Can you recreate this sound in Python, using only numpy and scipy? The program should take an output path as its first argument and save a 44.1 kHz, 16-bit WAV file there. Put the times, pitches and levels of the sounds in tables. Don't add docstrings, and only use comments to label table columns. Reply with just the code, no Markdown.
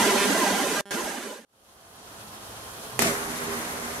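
import sys
import numpy as np
from scipy import signal
from scipy.fft import rfft, irfft
from scipy.io import wavfile

SR = 44100
rng = np.random.default_rng(int(sys.argv[2]) if len(sys.argv) > 2 else 0)


def wrap_up_sound(samples):
    columns = np.atleast_2d(samples).T
    tamed = np.clip(columns, -1, 1)
    steps = np.round(tamed * 32767).astype(np.int16)
    wavfile.write(sys.argv[1], SR, steps)


N = 176400
TIME = np.arange(N) / SR
FREQS = np.maximum(np.arange(N // 2 + 1) * SR / N, 1)

# time in seconds, level in dB.
ROAR_ENVELOPE = [(0, -19.5), (.05, -20), (.14, -21.5), (.25, -22), (.32, -22), (.47, -22.5), (.6, -25),
                 (.8, -26), (.93, -28), (1.03, -30), (1.1, -32), (1.2, -34.5), (1.31, -38), (1.38, -43.5),
                 (1.45, -53.5)]
RUSH_ENVELOPE = [(2.989, -70), (2.993, -27.5), (3.03, -25), (3.065, -25.5), (3.1, -27), (3.14, -30.5),
                 (3.28, -33), (3.4, -32.5), (3.6, -32.5), (3.9, -35), (4, -35.5)]
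MOTOR_ENVELOPE = [(1.45, -79), (1.485, -75), (1.495, -71.5), (1.55, -63), (1.7, -54.5), (1.85, -50.5),
                  (2.15, -44.5), (2.5, -41.5), (2.8, -39), (3.0, -39.5), (4, -40.5)]
# frequency in Hz, relative spectral density in dB.
ROAR_SPECTRUM = [(15, -48), (30, -20.5), (60, -15), (100, -18), (135, -18), (185, -4.5), (260, 2),
                 (400, -2), (490, -1.5), (600, -5.5), (800, -3), (1000, -5), (1280, -11), (1580, -8),
                 (2000, -10.5), (2300, -14), (2900, -13), (4000, -16.5), (6200, -17.5), (9500, -18),
                 (12000, -22), (14000, -29), (15500, -38)]
RUSH_SPECTRUM = [(15, -38), (30, -5), (60, -7.5), (120, -8), (200, -1), (450, -2.5), (700, -4.5),
                 (1050, -4.5), (1600, -7), (2150, -8.5), (2600, -14), (3700, -16.5), (6000, -16.5),
                 (10400, -14.5), (12500, -16.5), (15500, -33)]
POP_SPECTRUM = [(60, -20), (300, 6), (900, 6.5), (2200, 0), (3200, -10), (5000, -9.5), (8000, -7.5),
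                (12000, -7), (15500, -22)]
SPURT_SPECTRUM = [(300, -20), (1200, -14), (2300, 7), (3200, -0.5), (5000, 1.5), (9000, -0.5), (12000, -7),
                  (15500, -24)]
MOTOR_SPECTRUM = [(15, -41.5), (30, -12.5), (55, -1.5), (100, -1), (150, -3), (240, -2), (350, -3),
                  (550, -3.5), (750, -1.5), (1100, -3.5), (1500, -7), (2200, -15.5), (2700, -13),
                  (3400, -13), (5000, -14), (6200, -14.5), (7500, -16), (10400, -13), (13000, -18.5),
                  (15500, -26.5)]
# frequency in Hz, correlation from -1 to 1.
ROAR_CORRELATION = [(60, 0.84), (150, 0.91), (350, 1), (950, 0.63), (2400, .37), (8000, 0.3), (12000, 0.61),
                    (15000, .6)]
RUSH_CORRELATION = [(60, .95), (290, 1), (640, .53), (1400, -0.33), (3100, -0.23), (7000, -.15),
                    (10000, 0.11), (12500, 0.83), (15000, .65)]
MOTOR_CORRELATION = [(60, 0.92), (130, 0.99), (290, 0.91), (640, 0.56), (1410, -0.17), (3100, -0.26),
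                     (6820, -0.19), (15000, 0.84)]
# frequency in Hz, level of left over right in dB.
ROAR_PAN = [(60, -2), (240, -3), (950, -3.5), (3770, -2.5), (15000, -2)]
RUSH_PAN = [(60, -1.5), (180, -4), (550, -5.5), (1650, -1.5), (4970, 1), (15000, 2.5)]
# frequency in Hz, gain in dB.
THINNING = [(100, 1), (220, -4), (480, 3), (800, -2), (1500, 2), (2200, 0), (12000, 0.5)]
# frequency in Hz, half-width in Hz, dB against the rush.
TUBE_MODES = [(239.3, 5.4, -12), (404.2, 5.2, -13)]
# frequency in Hz, half-width in Hz, level in dB.
BOOM_MODES = [(164, 11, -40.5), (241.5, 21, -33.5), (383, 38, -35), (663, 40, -33), (2180, 160, -39)]
# start in seconds, level in dB, decay time in seconds,
# left over right in dB, low cut in Hz.
POP_PULSES = [(2.9911, -14.5, 0.0019, -11, 299.7), (2.9924, -13.5, 0.0023, -9, 900),
              (3.021, -16.5, 0.0061, 4.5, 2500)]
# frequency in Hz, relative level in dB.
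HUM_LINES = [(107.7, -62), (209.9, -65), (430.7, -64.5), (532.9, -63.5), (667.5, -62.5), (1050, -64.5)]

DROPOUT_START_S, DROPOUT_END_S, ROAR_END_S = .8098, .908, 1.45
STUTTER_PERIOD_S = .005


def slowed_roar(warble_share=.54, warble_fade_hz=2200):
    share = warble_share / np.hypot(1, FREQS / warble_fade_hz)
    whistles = rfft([warble(), warble()])
    hiss = rfft(rng.standard_normal((2, N)))
    source = irfft(np.sqrt(share) * whistles + np.sqrt(1 - share) * hiss, N)
    roar = air_noise(ROAR_SPECTRUM, ROAR_CORRELATION, comb(delay_s=.00499, feedback=.35), source)
    roar = turbulent(with_brief_pitch(roar), depth_db=.82, shared_db=.12, rate_hz=20)
    roar = roar + nozzle_whistle(db=-17)
    thin = irfft(rfft(roar) * from_db(over_hz(THINNING)), N)
    late = np.interp(TIME, [.36, 1], [0, 1])
    roar = (1 - late) * roar + late * thin
    return panned(roar, ROAR_PAN) * dropout() * envelope(ROAR_ENVELOPE)


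def warble(count=38, lowest_hz=269.8, spacing_hz=344.8, glide_hz=99.94):
    whistles = 0
    for k in range(count):
        hz = lowest_hz + k * spacing_hz + glide_hz * drift(rate_hz=20)
        swell = np.abs(1 + .64 * drift(rate_hz=20))
        whistles = whistles + swell * np.sin(2 * np.pi * np.cumsum(hz) / SR)
    return unit_rms(whistles)


def with_brief_pitch(roar, start_s=.168, end_s=.265, edge_s=.012, power_share=.55):
    share = power_share * np.clip(np.minimum(TIME - start_s, end_s - TIME) / edge_s, 0, 1)
    cycle_index = ((TIME % STUTTER_PERIOD_S) * SR).astype(int)
    periodic = rng.standard_normal((2, N))[:, cycle_index]
    pitched = air_noise(ROAR_SPECTRUM, ROAR_CORRELATION, source=periodic)
    return np.sqrt(1 - share) * roar + np.sqrt(share) * pitched


def dropout(step_db=-19.5, fall_db_per_s=656):
    tail = from_db(step_db - fall_db_per_s * np.maximum(TIME - DROPOUT_START_S, 0))
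    inside = (TIME > DROPOUT_START_S) & (TIME < DROPOUT_END_S)
    return np.where(inside, tail, 1) * (TIME < ROAR_END_S)


def stutter(start_s=.856, decay_s=.0016, thud_hz=300, db=-45):
    age = TIME - start_s
    cycle_s = age % STUTTER_PERIOD_S
    scrap = air_noise(ROAR_SPECTRUM, ROAR_CORRELATION)[:, (cycle_s * SR).astype(int)]
    thud = from_db(-4) * unit_rms(np.cos(2 * np.pi * thud_hz * cycle_s))
    pulses = (scrap + thud) * np.exp(-cycle_s / decay_s)
    pulses -= pulses.mean(axis=1, keepdims=True)
    sounding = (age > 0) & (TIME < DROPOUT_END_S)
    return from_db(db) * unit_rms(pulses) * sounding * pan(db=-2)


def inrush(round_trip_s=.01247, loss_hz=2500):
    tube = comb(round_trip_s, feedback=.53 / (1 + (FREQS / loss_hz) ** 2))
    rush = scattered(air_noise(RUSH_SPECTRUM, RUSH_CORRELATION, tube))
    rush = turbulent(rush, depth_db=1.05, shared_db=.5, rate_hz=21)
    flow = rush + ringing(TUBE_MODES) + nozzle_whistle(db=-20)
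    opened = TIME > RUSH_ENVELOPE[0][0]
    return panned(flow, RUSH_PAN) * envelope(RUSH_ENVELOPE) * opened


def pops(attack_s=.00029):
    cracks = np.zeros((2, N))
    for start_s, db, decay_s, pan_db, low_cut_hz in POP_PULSES:
        age = np.maximum(TIME - start_s, 0)
        shape = np.minimum(age / attack_s, 1) * np.exp(-np.maximum(age - attack_s, 0) / decay_s)
        noise = air_noise(POP_SPECTRUM, RUSH_CORRELATION, FREQS / (FREQS + low_cut_hz))
        cracks += from_db(db) * shape * pan(pan_db) * noise
    return cracks


def spurt(start_s=2.992, peak_s=3.02, hold_end_s=3.08, release_s=.031, db=-26.5):
    shape = np.interp(TIME, [start_s, peak_s, hold_end_s], [.69, 1, .71], left=0)
    release = np.exp(-np.maximum(TIME - hold_end_s, 0) / release_s)
    hiss = air_noise(SPURT_SPECTRUM, RUSH_CORRELATION)
    hiss = turbulent(hiss, depth_db=.5, shared_db=1, rate_hz=130)
    return from_db(db) * shape * release * hiss * pan(db=2)


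def boom(start_s=2.992, peak_s=3.05, end_s=3.15):
    swell = np.interp(TIME, [start_s, peak_s, end_s], [.6, 1, 0], left=0)
    return swell * ringing(BOOM_MODES) * pan(db=-1.5)


def nozzle_whistle(db):
    return from_db(db) * np.array([resonance(hz=6154, half_width_hz=65) for _ in range(2)])


def blocked_motor(hum_gain_db=44.5):
    noise = scattered(air_noise(MOTOR_SPECTRUM, MOTOR_CORRELATION))
    noise = turbulent(noise, depth_db=1, shared_db=.5, rate_hz=14)
    hum = sum(from_db(db + hum_gain_db) * resonance(hz, half_width_hz=3.1) for hz, db in HUM_LINES)
    leak = from_db(-20.5) * resonance(hz=3160, half_width_hz=140)
    return (noise + hum + leak) * envelope(MOTOR_ENVELOPE) * pan(db=-1.6)


def rumble(start_s=2.86, peak_s=3.02, end_s=3.19, db=-41.5):
    swell = np.interp(TIME, [start_s, peak_s, end_s], [0, 1, 0])
    return from_db(db) * swell * resonance(hz=122, half_width_hz=8) * pan(db=-2.5)


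def scattered(pair, db=-13, decay_s=.005, above_hz=2500):
    echoes = unit_rms(rng.standard_normal((2, N)) * np.exp(-TIME / decay_s)) / np.sqrt(N)
    treble = 1 - 1 / (1 + (FREQS / above_hz) ** 2)
    return irfft(rfft(pair) * (1 + from_db(db) * treble * rfft(echoes)), N)


def air_noise(spectrum, correlation, response=1, source=None):
    mid, side = rfft(rng.standard_normal((2, N)) if source is None else source)
    alike = np.clip(over_hz(correlation), -.95, .99)
    pair = mid + np.sqrt((1 - alike) / (1 + alike)) * side * [[1], [-1]]
    return unit_rms(irfft(pair * from_db(over_hz(spectrum)) * response, N))


def turbulent(x, depth_db, shared_db, rate_hz):
    spectrum = rfft(x)
    octave = np.clip(np.log2(FREQS / 50), 0, 8)
    total = 0
    for k in range(9):
        band = irfft(spectrum * np.maximum(1 - abs(octave - k), 0), N)
        total = total + band * from_db(depth_db * drift(rate_hz))
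    return unit_rms(total * from_db(shared_db * drift(rate_hz)))


def ringing(modes):
    return sum(from_db(db) * resonance(hz, half_width_hz) for hz, half_width_hz, db in modes)


def resonance(hz, half_width_hz):
    noise = rfft(rng.standard_normal(N))
    return unit_rms(irfft(noise / (1 + ((FREQS - hz) / half_width_hz) ** 2), N))


def comb(delay_s, feedback):
    return 1 / (1 - feedback * np.exp(-2j * np.pi * FREQS * delay_s))


def drift(rate_hz):
    slow = FREQS[:2000]
    real, imag = rng.standard_normal((2, len(slow)))
    return unit_rms(irfft((real + 1j * imag) / (1 + (slow / rate_hz) ** 2), N))


def panned(pair, balance):
    return irfft(rfft(pair) * from_db(over_hz(balance) / 2 * [[1], [-1]]), N)


def pan(db):
    return from_db(np.array([[db], [-db]]) / 2)


def envelope(rows):
    return from_db(np.interp(TIME, *np.transpose(rows)))


def over_hz(rows):
    hz, value = np.transpose(rows)
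    return np.interp(np.log(FREQS), np.log(hz), value)


def from_db(db):
    return 10 ** (np.asarray(db) / 20)


def unit_rms(x):
    return x / np.sqrt(np.mean(x ** 2) + 1e-20)


def scene():
    return slowed_roar() + stutter() + blocked_motor() + rumble() + inrush() + pops() + spurt() + boom()


def record(dry, cutoff_hz=15650):
    return signal.sosfilt(signal.ellip(12, .1, 80, cutoff_hz, fs=SR, output="sos"), dry)


dry = scene()
out = record(dry)
wrap_up_sound(out)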